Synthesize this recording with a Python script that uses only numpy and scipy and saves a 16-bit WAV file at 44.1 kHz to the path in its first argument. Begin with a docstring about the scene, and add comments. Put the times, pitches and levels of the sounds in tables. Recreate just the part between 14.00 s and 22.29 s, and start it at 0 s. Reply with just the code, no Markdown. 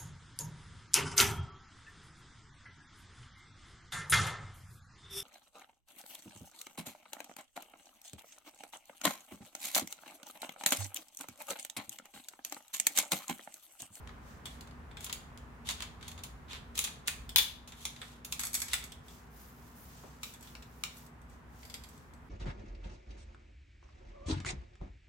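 """In a small, lively room, gloved hands take a steel pistol apart above a table.
The slide ticks, rubs and knocks, a part snaps free and the loose recoil spring rattles along the barrel.
A towel is drawn over the table and patted, a catch clicks and a small part is picked up.
Steel contacts are short noise cracks plus ringing tones; rubbing and cloth are rough, shaped noise.
Mains hum, a low rumble and room noise lie below."""
import sys
import numpy as np
from scipy import signal
from scipy.fft import rfft, irfft
from scipy.io import wavfile

SR = 44100
rng = np.random.default_rng(int(sys.argv[2]) if len(sys.argv) > 2 else 0)


def generate_wav(signal):
    """Clip the signal to [-1, 1] and save it as 16-bit WAV at the path in sys.argv[1]."""
    frames = np.transpose(np.atleast_2d(signal))
    scaled = np.clip(frames, -1, 1) * 32767
    pcm = np.round(scaled).astype(np.int16)
    wavfile.write(sys.argv[1], SR, pcm)


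N = 365588
TIME = np.arange(N) / SR

# In the event tables, levels are relative: each source also has a gain of its own.
# slide ticks against the frame: (time [s], level [dB], brightness [dB per octave], crack t60 [s])
SLIDE_TICKS = [(0.0735, -49.5, -5.5, .012), (0.0915, -50, -10, 0.019), (0.6085, -47, 1.5, 0.017),
               (0.6725, -56.5, -1.5, .03), (0.7095, -58, -4, .02), (1.0065, -46, 4, .017),
               (1.0435, -36.5, 6.5, 0.032), (1.0635, -42.5, -2, .04), (1.0955, -39.5, -4, 0.041),
               (1.1265, -31.5, 2.5, .024), (1.3745, -51, 0.5, 0.015), (1.6885, -30, -0.5, 0.02),
               (1.6995, -35, 0, 0.037), (1.7085, -35, 0, 0.031), (1.8045, -38.5, -3.5, 0.012),
               (1.8215, -35.5, -2, .044), (2.0105, -55, -3, 0.018), (2.0275, -46, -4, 0.014),
               (2.0795, -41.5, 2, 0.053), (2.1155, -46.5, .5, .023), (2.1775, -49, -3, .035),
               (2.1885, -50, -4, 0.038), (2.2355, -39, 3, 0.047), (2.5315, -43, -3, 0.012),
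               (2.7535, -42, 2, 0.036), (2.7765, -31, 2.5, .032), (2.7905, -24.5, 4.5, 0.011),
               (2.8395, -30, 3, 0.048), (2.8475, -33.5, 1.5, .03), (2.8735, -39, -6, .025),
               (3.0745, -30, 4.5, 0.047), (3.6743, -49, 1.5, 0.13), (3.7205, -47.5, -2.5, 0.039),
               (3.8525, -30.5, 0.9, 0.03), (3.9615, -49, -3.5, .044), (4.2465, -42, 2.5, 0.044),
               (4.2505, -41.5, 9, .02), (4.3235, -30, 2, .02)]
# the whole slide knocks against its stop: (time [s], level [dB], brightness [dB per octave], crack t60 [s])
STOP_KNOCKS = [(3.0805, -26, -1, .012), (4.7325, -25, 0, 0.019), (4.739, -26.5, 1.5, 0.014)]
# light taps of the loose barrel: (time [s], level [dB], brightness [dB per octave])
BARREL_TAPS = [(0.4555, -39.5, 2), (0.4665, -47, -4), (0.9125, -54.5, -5.5), (0.9695, -43.5, -3),
               (3.292, -42, 4), (4.0155, -40.5, -3), (4.0275, -51, -17), (4.8265, -47.5, -5),
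               (4.9195, -45.5, 3), (5.0815, -52.5, 1), (6.3455, -54.5, -3), (6.4725, -54, -3)]
# a part snaps free under spring load and rebounds:
# (time [s], level [dB], brightness [dB per octave], crack t60 [s])
SNAP_HITS = [(3.3595, -16.5, 0, 0.018), (3.3695, -25.5, 2.5, .044), (3.3825, -20, 0.5, 0.039),
             (3.3865, -25, -1.5, .044)]
# spring coils rattle against their guide, later sway: (time [s], level [dB], brightness [dB per octave])
SPRING_TICKS = [(4.3935, -31.5, -2), (4.4015, -35, 7), (4.4115, -38, -2), (4.4345, -32, -3),
                (4.4515, -33.5, 6), (4.4685, -35.5, -1), (4.5315, -37, 2), (4.5415, -27, 1.5),
                (4.5505, -27, 0.5), (4.6015, -36, 1), (4.6175, -29.5, -1.5), (4.6825, -41.5, -3.5),
                (4.8395, -41.5, -1), (6.3375, -48.5, 0), (6.4085, -54, 2), (6.4265, -50, 1),
                (6.9695, -53, 3), (7.0635, -56, -0.5), (7.2155, -63.5, -1), (7.2975, -63, -1),
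                (7.8875, -54, 1), (7.9765, -59, -4), (8.1355, -57.5, -5)]
# the catch on the gripped frame: (time [s], level [dB], brightness [dB per octave], crack t60 [s])
CATCH_CLICKS = [(6.2315, -36, 1.5, 0.053), (6.5513, -46, -4.5, 0.019), (6.6235, -51.5, 0, 0.051),
                (6.8365, -30, 0, 0.013)]
# a small loose part is picked up: (time [s], level [dB], brightness [dB per octave])
CLINKS = [(7.6295, -53, -5), (7.6515, -51, 3), (7.6985, -47, 0), (7.7405, -39, 0.5), (7.8365, -48.5, 0)]

# edges of the four bands that share a contact's energy: (edge [Hz])
CONTACT_BANDS = [800, 2400, 4500, 9000, 17000]
# how each part divides a contact among those bands, low to high: (share [dB])
SLIDE_SHARES = [-13, -4, -4.5, -10.5]
STOP_SHARES = [-11, -4.5, -4.5, -7.5]
BARREL_SHARES = [-10.5, -2.5, -7.5, -15]
SNAP_SHARES = [-16.5, -3, -8, -7]
SPRING_SHARES = [-15.5, -10, -2, -5.5]
CATCH_SHARES = [-11, -3, -4, -11.5]
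CLINK_SHARES = [-12.5, -3.5, -3, -12]

# broad, hand-damped resonances of each part: (frequency [Hz], width [Hz], boost [dB])
SLIDE_BODY = [(1104, 580, 7), (2110, 450, 5), (3520, 500, 6.5), (4860, 83, 2), (6610, 820, 14),
              (7230, 160, 12.5), (8140, 180, 9.5), (10500, 700, 6), (10800, 290, 10), (14900, 1200, 2)]
STOP_BODY = [(1366, 300, 12), (1970, 330, 16), (2670, 360, 5.2), (3470, 350, 5.2), (7350, 1800, 14),
             (14950, 900, 4)]
BARREL_BODY = [(3180, 200, 9), (3380, 190, 18.5), (7360, 200, 7.4), (8000, 120, 9.3), (8350, 230, 8.3),
               (11230, 300, 4.4), (15000, 900, 4)]
SNAP_BODY = [(1895, 430, 6.5), (2353, 200, 3.3), (3140, 300, 4), (3480, 230, 15), (4000, 240, 4.1),
             (5150, 370, 4.7), (6360, 870, 4.9), (11650, 1200, 8.7), (15250, 570, 8.4)]
SPRING_BODY = [(2240, 580, 6.1), (3500, 300, 12), (4340, 230, 5.5), (6640, 1000, 7.7), (7950, 91, 19.8),
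               (8400, 240, 8.3), (10400, 530, 9), (11410, 130, 20), (11900, 190, 4.1)]
CATCH_BODY = [(1240, 220, 8.2), (2290, 360, 7.7), (3850, 66, 10), (5730, 470, 10), (7140, 690, 11),
              (12700, 1600, 6)]
CLINK_BODY = [(2110, 250, 9.8), (3400, 340, 8.4), (4780, 200, 11.3), (7400, 430, 5.9), (8200, 160, 5.8),
              (10850, 150, 9.2), (11760, 130, 16)]

# the tones of each part that ring on: (frequency [Hz], relative level [dB], t60 [s])
SLIDE_MODES = [(2675, -14.5, 0.048), (4000, -26.5, .12), (7000, -18, .14), (11340, -31, .16)]
STOP_MODES = [(1437, -6, .13), (2000, -8, 0.093), (2520, -22, 0.1), (3500, -14, .22), (3750, -21.5, .22)]
BARREL_MODES = [(3630, -11, .1), (3410, -10, 0.15), (3560, -14, .13), (8000, -19, .12), (8550, -19.5, .1)]
SNAP_MODES = [(2945, -22.5, .27), (3123, -22, .3), (3220, -13.5, 0.19), (3420, -12.5, 0.32),
              (3510, -5, .25), (3380, -14, 0.18), (3520, -11, 0.16), (3730, -20, 0.33), (3894, -21.5, 0.23),
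              (4600, -20.5, .17), (4393, -19, .17), (5250, -18, 0.17), (11400, -26, .16),
              (13070, -19.5, .15)]
SPRING_MODES = [(2280, -11, .2), (3461, -29, 0.18), (4600, -30, 0.25), (7600, -13.5, 0.37),
                (8500, -31, 0.18), (11333, -15, 0.33), (11200, -19, .18), (12030, -30, .25)]
CATCH_MODES = [(1236, 0.5, 0.1), (2395, -15, .09), (3840, -14, 0.083), (5880, -21, 0.058)]
CLINK_MODES = [(4900, -20, 0.13), (7540, -19, .12), (8450, -23, 0.15), (11600, -3, 0.19)]

# steel slides on steel: (start [s], length [s], level [dB], treble tilt [dB per octave])
STROKES = [(0.432, 0.18, -58.5, 0), (0.98, 0.13, -51, 0), (1.646, 0.096, -40, -3.5), (1.754, .1, -54, -7),
           (1.991, 0.17, -54.5, -6), (2.478, 0.12, -43.5, -7), (2.743, 0.13, -41, -0.5),
           (3.054, .05, -50, -4.5), (3.355, 0.12, -39, 4), (3.719, 0.25, -52.5, 0), (3.934, 0.29, -57, -1),
           (4.306, 0.056, -46, 6), (4.373, 0.12, -48.5, -1), (4.52, .15, -48, 2),
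           (4.655, 0.18, -43.5, -2.5), (6.401, 0.12, -60, -7)]
# spectrum of steel sliding: (frequency [Hz], density [dB per Hz])
STROKE_COLOUR = [(400, -21.5), (1000, -7.5), (2000, -6), (3500, 4.5), (5000, -3), (7000, 0), (9500, -5),
                 (11500, -3), (13000, -8), (16000, -13.5)]
# gloves and towel brush past: (start [s], length [s], soft rub level [dB], fine hiss level [dB])
BRUSHES = [(0.203, 0.25, -66, -74), (5.02, 0.29, -63, -66.5), (5.283, 0.37, -65.5, -62.5),
           (5.55, 0.38, -69, -69), (5.735, 0.23, -72, -63.5), (5.82, 0.49, -63, -68),
           (6.206, 0.18, -58, -58.5), (6.365, 0.3, -63.5, -66), (6.58, 0.6, -71, -71),
           (6.916, .19, -65, -64), (7.272, .15, -71, -79), (7.469, 0.52, -66, -68), (7.848, 0.31, -70, -76)]
# spectrum of the soft cloth rub: (frequency [Hz], density [dB per Hz])
RUB_COLOUR = [(600, -6), (1500, -15), (2800, -0.5), (4000, -1.5), (6800, 1), (8500, -3), (11000, -17)]
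# spectrum of the fine cloth hiss: (frequency [Hz], density [dB per Hz])
HISS_COLOUR = [(6500, -30), (9500, -3), (13000, 3), (16000, 0.5)]

# how long echoes last: (frequency [Hz], t60 [s])
ROOM_T60 = [(1000, 0.42), (3500, 0.41), (8000, 0.34), (15000, 0.27)]
# how strongly each pitch feeds the echoes: (frequency [Hz], gain [dB])
ROOM_SEND = [(500, 0.5), (2000, -1), (7000, -1.5), (16000, -1.5)]
# how alike left and right are: (frequency [Hz], correlation [-1 to 1])
AIR_LIKENESS = [(60, 0.89), (150, 0.94), (300, 0.69), (600, 0.43), (1200, 0), (4000, 0.1), (16000, 0)]
# spectrum of the room noise: (frequency [Hz], density [dB per Hz])
ROOM_NOISE = [(60, -32), (100, -8.5), (147, -4), (190, -9.5), (240, -8), (322, -16.5), (415, -14),
              (560, -19), (1000, -15), (1750, -20.5), (4200, -39), (7800, -43), (16000, -52.5)]
# level of the room noise over time: (time [s], level [dB])
ROOM_LEVEL = [(0, -53), (3.3, -55), (3.42, -57.5), (4.5, -56), (8.29, -57)]
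# spectrum of the low rumble: (frequency [Hz], density [dB per Hz])
RUMBLE = [(20, -21.5), (32, -14), (48, 1), (70, 4.5), (90, -1), (130, -15.5), (220, -46.5)]
# rumble over time, before its gain: (time [s], level [dB])
RUMBLE_LEVEL = [(0.0, -49), (0.28, -55), (2.84, -52), (3.07, -59), (3.16, -48.5), (4.15, -65), (4.73, -52),
                (5.24, -61.5), (6.56, -59), (7.09, -67.5), (7.18, -56.5), (8.29, -55)]
# mains hum: (frequency [Hz], level [dB rms])
HUM = [(60, -61.5), (120, -76.5), (240, -64.5)]


def slide_ticks():
    """The slide ticks on the frame: cracks with a few short ringing tones."""
    return contacts(SLIDE_TICKS, SLIDE_SHARES, SLIDE_BODY, SLIDE_MODES,
                    level_db=0.15, ring_db=0.5, rise_s=0.00046, alike=0.1, thud_db=-12.5)


def stop_knocks():
    """The whole slide hits its stop and drives the stop's own resonances."""
    return contacts(STOP_KNOCKS, STOP_SHARES, STOP_BODY, STOP_MODES,
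                    level_db=-0.5, ring_db=-1.0, rise_s=0.00045, alike=0.11, thud_db=-15)


def sliding():
    """Steel rubs on steel: each stroke is gritty noise that swells and fades with the pressure."""
    out = np.zeros((2, N))
    gain_db = -1.5
    for start, length_s, level_db, tilt_db in STROKES:
        pressure = swell(start, length_s, rise_share=0.41)[round(start * SR):][:SR // 3]
        grit = coloured(grainy(len(pressure), per_s=600, rough_db=4.0), STROKE_COLOUR, tilt_db)
        add(out, start, in_room(from_db(level_db + gain_db) * pressure * grit))
    return out


def barrel_taps():
    """The loose barrel is tapped lightly: a crack and a cluster of ringing tones."""
    return contacts(lasting(BARREL_TAPS, t60=0.039), BARREL_SHARES, BARREL_BODY, BARREL_MODES,
                    level_db=1.2, ring_db=3.5, rise_s=0.00032, alike=0.1, thud_db=-11.5)


def snap():
    """Spring load throws a part free; it rebounds and rings, a little louder on the left."""
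    hits = contacts(SNAP_HITS, SNAP_SHARES, SNAP_BODY, SNAP_MODES,
                    level_db=0.5, ring_db=-6.0, rise_s=0.0005, alike=-0.05, thud_db=-15.5)
    return hits * from_db([[0.9], [-0.9]])


def spring_rattle():
    """Spring coils strike their guide: sharp cracks with a faint metallic ring."""
    return contacts(lasting(SPRING_TICKS, t60=0.039), SPRING_SHARES, SPRING_BODY, SPRING_MODES,
                    level_db=-0.5, ring_db=-13.5, rise_s=0.00025, alike=0.044, thud_db=-17)


def catch_clicks():
    """The catch clicks on the gripped frame, whose tones die quickly."""
    return contacts(CATCH_CLICKS, CATCH_SHARES, CATCH_BODY, CATCH_MODES,
                    level_db=0.5, ring_db=-6.0, rise_s=0.00024, alike=0.043, thud_db=-20)


def clinks():
    """A small loose part clinks as it is picked up, with a high ring."""
    return contacts(lasting(CLINKS, t60=0.045), CLINK_SHARES, CLINK_BODY, CLINK_MODES,
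                    level_db=0.0, ring_db=1.0, rise_s=0.00018, alike=0.046, thud_db=-5)


def rustle():
    """Cloth on the table and gloves on steel: each brush is a soft rub with a fine hiss above it."""
    rub_gain_db, hiss_gain_db = 2.5, 5.0
    rub, hiss = 0, 0
    for start, length_s, rub_db, hiss_db in BRUSHES:
        speed = swell(start, length_s, rise_share=0.32)
        rub = rub + from_db(rub_db + rub_gain_db) * speed
        hiss = hiss + from_db(hiss_db + hiss_gain_db) * speed
    soft = coloured(grainy(N, per_s=220, rough_db=1.5), RUB_COLOUR)
    fine = coloured(grainy(N, per_s=400, rough_db=2.5), HISS_COLOUR)
    return rub * soft + hiss * fine


def palm_pat():
    """A palm pats the towel flat: a dull puff of fading, band-limited noise."""
    start, level_db, t60 = 6.035, -50.5, 0.32   # s, dB, s
    t = np.arange(SR // 4) / SR
    noise = stereo(rng.standard_normal((2, len(t))), 0.5)
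    dull_band = signal.butter(2, [200, 900], "band", fs=SR, output="sos")   # Hz
    puff = rms_one(signal.sosfilt(dull_band, noise))
    out = np.zeros((2, N))
    add(out, start, from_db(level_db - 60 * t / t60) * puff)
    return out


def background():
    """Room noise, a slowly changing rumble and steady mains tones."""
    noise_db = np.interp(TIME, *np.transpose(ROOM_LEVEL))
    noise = from_db(noise_db) * coloured(rng.standard_normal((2, N)), ROOM_NOISE)
    rumble_db = np.interp(TIME, *np.transpose(RUMBLE_LEVEL)) - 1.0
    rumble = from_db(rumble_db) * coloured(rng.standard_normal((2, N)), RUMBLE)
    hum = 0
    for hz, level_db in HUM:
        peak = np.sqrt(2) * from_db(level_db)   # a sine peaks at root 2 times its rms
        hum = hum + peak * np.sin(2 * np.pi * (hz * TIME + rng.random()))
    return noise + rumble + hum


def contacts(rows, shares_db, body, modes, level_db, ring_db, rise_s, alike, thud_db):
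    """Each contact is a crack of dense, hand-damped modes, followed by the few modes that ring on."""
    out = np.zeros((2, N))
    ring_t = np.arange(SR // 3) / SR
    crack_t = ring_t[:SR // 16]
    start_window = crack_t < 0.006   # s, the stretch that sets the crack's level
    bands = list(zip([450, *CONTACT_BANDS], CONTACT_BANDS))
    filters = [signal.butter(3, edges, "band", fs=SR, output="sos") for edges in bands]
    for start, hit_db, brightness_db, crack_t60 in rows:
        shares = tilted(shares_db, brightness_db)
        grit = resonate(stereo(rng.standard_normal((2, len(crack_t))), alike), body)
        # the mass of the part adds a weak thud under the crack
        thud_and_shares = [shares[0] * from_db(thud_db), *shares]
        crack = 0
        for share, sos, (low, _) in zip(thud_and_shares, filters, bands):
            # the higher the band, the sooner it dies; the table's t60 holds for the second share
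            t60 = crack_t60 * (CONTACT_BANDS[1] / low) ** 0.21
            shape = (1 - np.exp(-crack_t / rise_s)) * from_db(-60 * crack_t / t60)
            energy = np.mean(shape ** 2) / np.mean(shape[start_window] ** 2)
            crack = crack + share * np.sqrt(energy) * rms_one(signal.sosfilt(sos, grit * shape))
        add(out, start, from_db(hit_db + level_db) * in_room(crack))
        for hz, mode_db, t60 in modes:
            # the contact's colour decides how well it drives each mode
            share = shares[np.searchsorted(CONTACT_BANDS[1:-1], hz)]
            drive = share * from_db(hit_db + ring_db + mode_db + rng.normal(0, 1.3))
            # a mode reaches left and right nearly in step
            phase = rng.uniform(0, 2 * np.pi) + rng.normal(0, 0.34, (2, 1))
            tone = np.sin(2 * np.pi * hz * ring_t + phase)
            add(out, start, drive * from_db(-60 * ring_t / t60) * tone)
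    return out


def lasting(rows, t60):
    """Contacts that are all given the same crack time."""
    return [(*row, t60) for row in rows]


def tilted(shares_db, brightness_db):
    """A harder contact shifts its energy towards the upper bands; the total stays the same."""
    # the middle of each band, in octaves
    octaves = np.log2(np.multiply(CONTACT_BANDS[:-1], CONTACT_BANDS[1:])) / 2
    shares = from_db(np.array(shares_db) + brightness_db * (octaves - octaves.mean()))
    return shares / np.linalg.norm(shares)


def resonate(x, body):
    """Each resonance lifts its own stretch of the spectrum."""
    out = x
    for hz, width_hz, boost_db in body:
        r = np.exp(-np.pi * width_hz / SR)   # a wider resonance forgets faster
        feedback = [1, -2 * r * np.cos(2 * np.pi * hz / SR), r * r]
        peak = signal.lfilter([1, 0, -1], feedback, x) * (1 - r * r) / 2
        out = out + (from_db(boost_db) - 1) * peak
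    return out


def grainy(size, per_s, rough_db):
    """Friction: noise whose strength rises and falls as tiny bumps catch and let go."""
    bumps = np.clip(rng.standard_normal(size), -2, 2)
    grip = np.interp(np.arange(size) * per_s / SR, np.arange(size), bumps)
    return rng.standard_normal((2, size)) * from_db(rough_db * grip)


def swell(start, length_s, rise_share):
    """One movement of the hand: its strength climbs from rest to 1 and falls back."""
    return np.interp(TIME, start + length_s * np.array([0, rise_share, 1]), [0, 1, 0])


def in_room(x):
    """Quick reflections from table and hands, then a diffuse tail; each sound gets a new echo pattern."""
    early_db, early_t60, tail_db, gap_s = -30.0, 0.13, -34.5, 0.003   # dB, s, dB, s
    size = 32768
    t, hz = np.arange(size * 2 // 3) / SR, np.fft.rfftfreq(size, 1 / SR)
    echoes = rng.standard_normal((2, len(t))) * (t > gap_s)
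    early = from_db(early_db - 60 * t / early_t60)
    response = 0
    for k, (_, t60) in enumerate(ROOM_T60):
        # each pitch region fades at its own pace and blends into its neighbours
        region = at_hz([(f, j == k) for j, (f, _) in enumerate(ROOM_T60)], hz)
        fade = np.hypot(early, from_db(tail_db - 60 * t / t60))
        response = response + region * rfft(echoes * fade, size)
    response = stereo(response, at_hz(AIR_LIKENESS, hz)) * from_db(at_hz(ROOM_SEND, hz))
    return irfft(rfft(x, size) * (1 + response), size)


def coloured(x, spectrum, tilt_db=0):
    """Give a pair of noises a spectrum, a tilt above 2 kHz and the width of the room; rms 1."""
    hz = np.fft.rfftfreq(x.shape[1], 1 / SR)
    gain = from_db(at_hz(spectrum, hz) + tilt_db * np.log2(np.maximum(hz, 2000)))
    return rms_one(irfft(stereo(rfft(x), at_hz(AIR_LIKENESS, hz)) * gain, x.shape[1]))


def stereo(pair, alike):
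    """Two unrelated signals become left and right with the given correlation."""
    alike = np.clip(alike, -0.99, 0.99)
    mid = np.sqrt(1 + alike) * pair[0]
    side = np.sqrt(1 - alike) * pair[1]
    return np.array([mid + side, mid - side]) / np.sqrt(2)


def at_hz(points, hz):
    """Read a table on a log-frequency axis, the way we hear pitch."""
    f, value = np.transpose(points)
    return np.interp(np.log(np.maximum(hz, 1)), np.log(f), value)


def from_db(db):
    """Decibels to gain."""
    return 10 ** (np.asarray(db) / 20)


def rms_one(x):
    """Scale to rms 1."""
    return x / np.sqrt(np.mean(x ** 2) + 1e-20)


def add(out, start, sound):
    """Mix a sound in at a time in seconds."""
    at = round(start * SR)
    out[:, at:at + sound.shape[1]] += sound[:, :N - at]


def scene():
    """All the steel sounds in the room, over cloth and background."""
    slide = slide_ticks() + stop_knocks() + sliding()
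    loose_parts = barrel_taps() + snap() + spring_rattle() + catch_clicks() + clinks()
    cloth = rustle() + palm_pat()
    return slide + loose_parts + cloth + background()


def record(dry):
    """A steep low-pass removes the top of the treble."""
    cutoff_hz = 15850
    low_pass = signal.ellip(12, 0.1, 70, cutoff_hz, fs=SR, output="sos")   # order, ripple dB, stop dB
    return signal.sosfilt(low_pass, dry)


dry = scene()
out = record(dry)
generate_wav(out)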